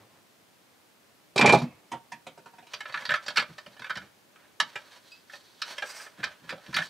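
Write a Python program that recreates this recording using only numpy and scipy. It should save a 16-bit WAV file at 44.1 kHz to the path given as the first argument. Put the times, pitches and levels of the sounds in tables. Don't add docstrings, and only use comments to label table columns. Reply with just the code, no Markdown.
import sys
import numpy as np
from scipy import signal
from scipy.fft import rfft, irfft, next_fast_len
from scipy.io import wavfile
from scipy.ndimage import map_coordinates

SR = 44100
rng = np.random.default_rng(int(sys.argv[2]) if len(sys.argv) > 2 else 0)


def to_wav(sig):
    pcm = np.clip(np.atleast_2d(sig), -1, 1) * 32767
    pcm = np.round(pcm).astype(np.int16)
    wavfile.write(sys.argv[1], SR, pcm.T)


def gain_from_db(level_db):
    decades = np.asarray(level_db, float) / 20
    return 10 ** decades


N = 303849

# (nominal frequency [Hz], level [dB], free T60 [s])
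BOX_MODES = [(593, -6.5, 0.2), (760, -16.5, 0.24), (958, -14, 0.19), (1311, 0, 0.6), (1618, -4.5, 0.087),
             (1724, 8, 0.12), (2190, -1, 0.14), (2384, 0, 0.07), (2560, -9.5, 0.16), (2830, -38, 0.024),
             (3305, -14, 0.45), (3520, -12, 0.17), (3932, -2, 0.2), (4400, 8.5, 0.041), (4596, -3.5, 0.26),
             (4944, -6, 0.3), (5380, -36.5, 0.026), (5810, -35, 0.047), (5730, -29.5, .1), (7600, -6, 0.19),
             (9200, -12, 0.23)]
# (frequency [Hz], level [dB per Hz])
CRACK_SPECTRUM = [(59, -57), (100, -32), (420, -29), (560, -19), (614, -26), (1180, -11.5), (1730, -3),
                  (1880, -8.5), (2220, -17.5), (4460, -10.5), (7410, -27), (15500, -34)]
# (frequency [Hz], level [dB per Hz])
CRASH_SPECTRUM = [(88, -33.5), (150, -9), (471, -9.5), (844, -8), (1480, -15.5), (2450, -8.5),
                  (2760, -15.5), (3760, -21), (9000, -25), (15500, -49)]


def wire_taps():
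    # (time [s], middle-band level [dB], thud re middle [dB], treble re middle [dB])
    taps = [(2.734, -24.5, -9, 0), (2.804, -25.5, -10, -3.5), (2.854, -27, -11, -47),
            (2.894, -31, -7.5, -19.5), (2.922, -35.5, -4, 1.5), (2.941, -19.5, -20, -39),
            (2.973, -24.5, -29, -28.5), (3.018, -30, -7.5, -28), (3.052, -25, -33, 3.5),
            (3.091, -15, -16, -31.5), (3.103, -17, -16, -14.5), (3.115, -14, -13, -34),
            (3.138, -12.5, -14.5, -21), (3.155, -20.5, -27, -6), (3.262, -34.5, -3, 4),
            (3.28, -21, -13, -0.5), (3.3, -32.5, -0.5, 3), (3.358, -19.5, -20, -2.5),
            (3.369, -12, -24, 1.5), (3.378, -9, -18.5, -20.5), (3.395, -17.5, -17, -2),
            (3.421, -23.5, -4.5, -14), (3.58, -32, -8, -2.5), (3.661, -35, -5, -4.5),
            (3.765, -42.5, -9, -5.5), (3.793, -35.5, -8, -3), (3.818, -29, -13, -19.5),
            (3.842, -25.5, -17, -26), (3.862, -31.5, -13, -14), (3.895, -24, -13.5, -11),
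            (3.902, -20.5, -20, -21), (3.954, -29, -12, -4), (3.97, -26, -13, -3), (4.016, -39, -18, -16),
            (4.357, -44.5, -17.5, -15.5), (4.596, -43, -31, -1), (4.5995, -10, -29, -2),
            (4.755, -23.5, -11, -8), (5.296, -38, -31, -10), (5.333, -31.5, -9.5, -14),
            (5.617, -22, -31, 4), (5.78, -22, -15.5, -4), (5.821, -20, -12.5, -18),
            (5.835, -33.5, 5.5, -21), (5.997, -32, -36, -17), (6.062, -34.5, -6, -16), (6.2, -36, -19, -21),
            (6.23, -21, -20, -22), (6.238, -17.5, -22, -5), (6.269, -34, -3.5, -21), (6.491, -25, -34, -2),
            (6.503, -25, -11.5, -4), (6.523, -31, 1.5, -14), (6.577, -42.5, -1, -1),
            (6.661, -39.5, -8, 0.5), (6.727, -30, -20, -11), (6.741, -22.5, -29, 3.5),
            (6.763, -13.5, -21, -4), (6.783, -15.5, -13, -30), (6.799, -28.5, -26, -16),
            (6.818, -23, -37, -9)]
    return strikes(taps, BOX_MODES, CRACK_SPECTRUM, (800, 3100, 5700), top_db=-10, top_follows=0.34,
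                   t60=0.051, crack_db=-7.5, gain_db=-0.5, grip=29.7, chatter_s=0.003)


def scrape():
    # (time [s], hold [s], level [dB], brightness re middle band [dB])
    strokes = [(2.72, 0.057, -57.5, -2), (2.89, 0.25, -48, -5), (3.24, 0.09, -54.5, -1.5),
               (3.47, 0.27, -65, 0), (3.8, 0.25, -59, -4), (4.38, 0.095, -61.5, -30),
               (4.68, 0.28, -57.5, -1), (5.06, 0.094, -65, 6.5), (5.34, 0.014, -51.5, 3.5),
               (5.45, 0.13, -67, 5.5), (5.681, 0.059, -44, -0.5), (5.84, 0.23, -55.5, -4),
               (6.189, 0.13, -52.5, -6), (6.45, 0.35, -59.5, -4), (6.771, 0.073, -50.5, 6.5)]
    peaks = [(hz, 7 / t60, db) for hz, db, t60 in BOX_MODES]
    rub = grains(7400, spread_db=-1.0, clump_db=3)
    rasp = coloured(rub, CRACK_SPECTRUM) + gain_from_db(-1.0) * unit(filtered(rub, resonances(peaks)))
    low, mid, high, top = bands(rasp, (900, 3200, 6000))
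    body = (2.37 * low + mid) / np.std(mid)
    bright = unit(high + top)
    out = np.zeros(N)
    for start_s, held_s, db, bright_db in strokes:
        out += gain_from_db(stroke(start_s, held_s, db)) * (body + gain_from_db(bright_db) * bright)
    return out


def copper_drag():
    # (time [s], hold [s], level [dB])
    drag = (5.87, 0.16, -47)
    # (centre [Hz], width [Hz], level [dB])
    strand = [(1760, 38, -23), (2157, 37, 0), (2550, 35, -15), (4880, 84, 1), (6000, 50.7, -5),
              (7020, 55, -6), (7900, 130, -10.5), (8740, 150, -4), (11100, 37, -42), (13300, 240, -11)]
    # (frequency [Hz], level [dB per Hz])
    rasp = [(240, -38), (400, -10.5), (1560, -2), (3740, -10), (4840, -3), (15500, -20.5)]
    rub = grains(8000, spread_db=2, clump_db=2)
    singing = unit(filtered(rub, resonances(strand)))
    return gain_from_db(stroke(*drag)) * (singing + gain_from_db(-0.5) * coloured(rub, rasp))


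def part_tinks():
    # (time [s], middle-band level [dB], thud re middle [dB], treble re middle [dB])
    tinks = [(5.1158, -48.5, -33, 2), (5.1726, -56, -38, -3)]
    # (nominal frequency [Hz], level [dB], free T60 [s])
    part = [(2608, -4, 0.14), (4845, -14, 0.25), (7820, 2, 0.066)]
    return strikes(tinks, part, CRACK_SPECTRUM, (1500, 3500, 6000), top_db=-19.5, top_follows=0,
                   t60=0.08, crack_db=-20, gain_db=3.5, grip=5.9, chatter_s=0.0023)


def screwdriver_drop():
    # (time [s], middle-band level [dB], thud re middle [dB], treble re middle [dB])
    clatter = [(1.3589, -23, 7, 0), (1.3775, -11.5, -30.5, 1), (1.3914, -14, 2.5, -8.5),
               (1.4108, -7.5, -12, -7), (1.4245, -14.5, 2.5, -26.5), (1.4434, -12, 6, -29),
               (1.458, -9.5, -33, -3), (1.4746, -7.5, -4.5, -19.5), (1.4919, -7.5, -1, -11),
               (1.5231, -13.5, 3, -1.5), (1.5328, -16.5, 14, -21), (1.5454, -18.5, 3, -5),
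               (1.5555, -24.5, -5, -19.5), (1.5725, -39, 11, 8), (1.5844, -39, -7.5, 8),
               (1.5974, -42.5, 11, 8.5), (1.6166, -35, 11, -1)]
    # (nominal frequency [Hz], level [dB], free T60 [s])
    tools = [(400, -11, .08), (607, -8, .08), (710, -8, .08), (825, -6, .08), (900, -8, .08),
             (1700, -11, .1), (2391, 4, .12), (2510, -8, .2), (2960, -15, .1), (3170, -15, .1),
             (3310, -14, .1), (3740, -14, .08), (5460, -22, .06), (6310, -24, .05), (6750, -26, .05),
             (8180, -28, .05), (10430, -27, .08), (12800, -30, .06)]
    return strikes(clatter, tools, CRASH_SPECTRUM, (1200, 4000, 7500), top_db=-7.5, top_follows=0.87,
                   t60=0.062, crack_db=-6, gain_db=-1.0, grip=5, chatter_s=0.0001)


def handle_rocking():
    # (time [s], middle-band level [dB], treble re middle [dB])
    rocking = [(1.916, -29, -2.5), (1.932, -27, -20), (2.118, -33.5, -0.5), (2.266, -36, -2),
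               (2.375, -40.5, -5.5), (2.458, -41, -5.5), (2.533, -47.5, -8), (2.582, -43, -4),
               (2.624, -49.5, -4), (2.666, -50.5, 3.5)]
    # (nominal frequency [Hz], level [dB], free T60 [s])
    handle = [(729, 4, 0.089), (926.6, 3.5, 0.15), (1370, -11, 0.1), (1680, -28, 0.51),
              (2494, -52.5, 0.069), (2490, -5.5, 0.04), (3850, -34, 0.14), (4172, -36, 0.18),
              (4060, -23, 0.18), (5360, -17, 0.04)]
    thud_db = -13
    landings = [(start_s, db, thud_db, treble_db) for start_s, db, treble_db in rocking]
    return strikes(landings, handle, CRASH_SPECTRUM, (500, 1500, 3500), top_db=-3.5, top_follows=1.0,
                   t60=0.11, crack_db=-12, gain_db=2.0, grip=12, chatter_s=0.0013)


def bumps():
    # (time [s], level [dB], mode weight for each octave below 170 Hz [dB])
    thumps = [(1.416, -22.5, -8), (1.481, -22, -6), (1.529, -19, -10), (1.618, -27.5, -7), (1.93, -44, 7.5),
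              (2.12, -53, -5), (2.268, -57, 6), (2.951, -56, 7), (3.083, -48.5, 10), (3.277, -53, 9),
              (3.378, -45.5, -10), (3.487, -47.5, 12), (3.669, -52.5, 17), (3.793, -54, 15),
              (3.897, -55, 12), (3.963, -43, 8), (4.019, -51.5, 12.5), (4.616, -49, -4), (6.184, -44, 1.5),
              (6.241, -49, 21), (6.419, -53, 0), (6.446, -53, -1), (6.524, -45.5, 13), (6.682, -41.5, -1.5),
              (6.75, -42, 3.5), (6.79, -43, 0.5)]
    # (nominal frequency [Hz], level before weighting [dB], free T60 [s])
    planks = [(87, -9.5, 0.13), (129, -8.5, 0.5), (167.2, 4.5, 0.081), (191, 1.5, 0.22), (236, -6, 0.15),
              (312.6, -15.5, 0.049)]
    decay_s = 0.075
    out, t = np.zeros(N + SR), np.arange(SR // 3) / SR
    for start_s, db, depth_db in thumps:
        modes = [(hz, level + depth_db * np.log2(170 / hz), life) for hz, level, life in planks]
        peaks = [(hz, 60, level) for hz, level, _ in modes]
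        shudder = unit(filtered(rng.standard_normal(len(t)), resonances(peaks)))
        shudder = gain_from_db(-3.5 - 40 * t / decay_s) * shudder
        boom = ringing(modes, t, decay_s, grip=17, scatter_db=2) + shudder
        boom = boom * (1 - np.exp(-t / 0.01))
        out[round(start_s * SR):][:len(t)] += gain_from_db(db + 5.5) * boom / np.abs(boom).max()
    return out[:N]


def shed(x):
    # (frequency [Hz], T60 [s])
    decay_times = [(150, .14), (1000, .15), (4000, .12), (12000, .07)]
    smear_hz = 250
    hz, t, z = signal.stft(rng.standard_normal((2, 2, SR // 2)), SR, nperseg=256)
    t60 = along(decay_times, hz)[:, None]
    quick = gain_from_db(-60 * t / t60)
    late = gain_from_db(-27.5 - 60 * t / (5 * t60))
    decay = np.array([quick, late])[:, None]
    common, apart = signal.istft(z * decay, SR, nperseg=256)[1].swapaxes(0, 1)
    apart = filtered(apart, lambda f: 0.5 * f / (f + 900))
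    tails = np.array([common + apart, common - apart]) / np.linalg.norm(common[0])
    smear = unit(filtered(rng.standard_normal(N), lambda f: f < smear_hz))
    feed = np.pad([x, x * smear], ((0, 0), (150, 0)))
    return signal.fftconvolve(feed[None], tails, axes=2).sum(1)[:, :N]


def sleeve_rustle():
    # (time [s], hold [s], level [dB])
    brushes = [(0, 0.032, -58), (.14, 0.028, -62)]
    # (frequency [Hz], level [dB per Hz])
    cloth = [(59, -33), (100, -5), (637, -13), (886, -9.5), (8000, -36), (10400, -65.5), (17600, -120)]
    envelope = sum(gain_from_db(stroke(*row)) for row in brushes)
    return envelope * coloured(grains(5000, spread_db=3.5, clump_db=1), cloth)


def room_tone():
    # (frequency [Hz], level [dB per Hz])
    tone = [(40, -14), (80, -3), (200, -1), (320, 0), (500, -2), (1000, -5), (2000, -8), (4000, -11),
            (8000, -16.5), (15500, -20.5)]
    # (frequency [Hz], coefficient [1])
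    alike = [(60, 0.16), (240, 0.37), (950, 0.19), (3770, 0.22), (15000, 1)]
    mid_rms_db = -62.5

    def response(hz):
        angle = np.arccos(np.clip(along(alike, hz), -1, 1)) / 2
        return gain_from_db(along(tone, hz)) * [np.cos(angle), np.sin(angle)]

    mid, side = filtered(rng.standard_normal((2, N)), response)
    return gain_from_db(mid_rms_db) * np.array([mid + side, mid - side]) / np.std(mid)


def strikes(events, modes, spectrum, edges_hz, top_db, top_follows, t60, crack_db, gain_db, grip, chatter_s):
    out, t = np.zeros(N + SR), np.arange(SR // 3) / SR
    for start_s, db, thud_db, treble_db in events:
        crack = coloured(rng.standard_normal(len(t)), spectrum) * gain_from_db(-60 * t / t60)
        hit = ringing(modes, t, t60, grip, scatter_db=2.0) + gain_from_db(crack_db) * crack
        hit = hit * (1 - np.exp(-t / 0.0017))
        when, size = rng.random((2, 3))
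        delays = (when * chatter_s * SR).astype(int)
        rebounds = np.bincount(np.r_[0, delays], np.r_[0.7, size])
        low, mid, high, top = bands(np.convolve(hit, rebounds)[:len(t)], edges_hz)
        top = top * gain_from_db(-25 * t / t60)
        relative_db = (thud_db, 0, treble_db, top_db + top_follows * treble_db)
        for part, rel in zip((low, mid, high, top), relative_db):
            out[round(start_s * SR):][:len(t)] += gain_from_db(db + gain_db + rel) * part / np.abs(part).max()
    return out[:N]


def ringing(modes, t, t60, grip, scatter_db):
    hz, mode_db, mode_t60 = np.transpose(modes)[:, :, None]
    luck = rng.standard_normal((len(modes), 2))
    damping = 60 / mode_t60 + grip / max(t60, 0.01)
    envelope = gain_from_db(mode_db + scatter_db * luck[:, :1] - damping * t)
    pitch = hz * (1 + 0.0055 * luck[:, 1:])
    ring = (envelope * np.sin(2 * np.pi * pitch * t)).sum(0)
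    return ring / np.abs(ring).max()


def stroke(start_s, held_s, db):
    rise_db_per_s, fall_db_per_s = 323, 229
    t = np.arange(N) / SR - start_s
    return db + rise_db_per_s * np.minimum(t, 0) - fall_db_per_s * np.maximum(t - held_s, 0)


def grains(per_second, spread_db, clump_db):
    knots = rng.standard_normal(int(60 * N / SR) + 4)
    clumps = gain_from_db(clump_db * map_coordinates(knots, [np.arange(N) * 60 / SR]))
    hits = (rng.random(N) < per_second / SR) * rng.standard_normal(N)
    return unit(hits * clumps * gain_from_db(spread_db * rng.standard_normal(N)))


def resonances(peaks):
    def response(f):
        total = 0
        for k, (centre, width, db) in enumerate(peaks):
            damping = 1j * f * width
            total = total + (-1) ** k * gain_from_db(db) * damping / (centre * centre - f * f + damping)
        return total
    return response


def bands(x, edges_hz):
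    a, b, c = edges_hz
    cuts = [(a, "low"), ([a, b], "band"), ([b, c], "band"), (c, "high")]
    return [signal.sosfilt(signal.butter(3, hz, kind, fs=SR, output="sos"), x) for hz, kind in cuts]


def coloured(x, spectrum):
    return unit(filtered(x, lambda hz: gain_from_db(along(spectrum, hz))))


def filtered(x, response):
    n = x.shape[-1]
    m = next_fast_len(n + 8192)
    return irfft(rfft(x, m) * response(np.fft.rfftfreq(m, 1 / SR)), m)[..., :n]


def along(points, hz):
    f, v = np.transpose(points)
    return np.interp(np.log(hz + 1), np.log(f + 1), v)


def unit(x):
    return x / np.sqrt(np.mean(x ** 2) + 1e-20)


def scene():
    # (frequency [Hz], left minus right [dB])
    lean = [(60, 0), (180, 0), (550, -2.5), (1650, -2), (4970, -2.5), (15000, 3)]
    dull_hz = 12000
    wires = wire_taps() + scrape() + copper_drag() + part_tinks()
    contacts = wires + screwdriver_drop() + handle_rocking() + bumps()
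    near = filtered(contacts, lambda hz: 1 / (1 + 1j * hz / dull_hz) ** 2)
    wet = near + gain_from_db(-8) * shed(near)
    placed = filtered(wet, lambda hz: gain_from_db(np.array([[0.5], [-0.5]]) * along(lean, hz)))
    return placed + room_tone() + sleeve_rustle()


def band_limit(x):
    return signal.sosfilt(signal.butter(12, 15760, fs=SR, output="sos"), x)


def record(dry):
    bass_cut_hz, top_hz = 85, 15700
    cut = signal.sosfilt(signal.butter(4, bass_cut_hz, "high", fs=SR, output="sos"), dry)
    mix = filtered(cut, lambda hz: hz < top_hz)
    return band_limit(mix)


dry = scene()
out = record(dry)
to_wav(out)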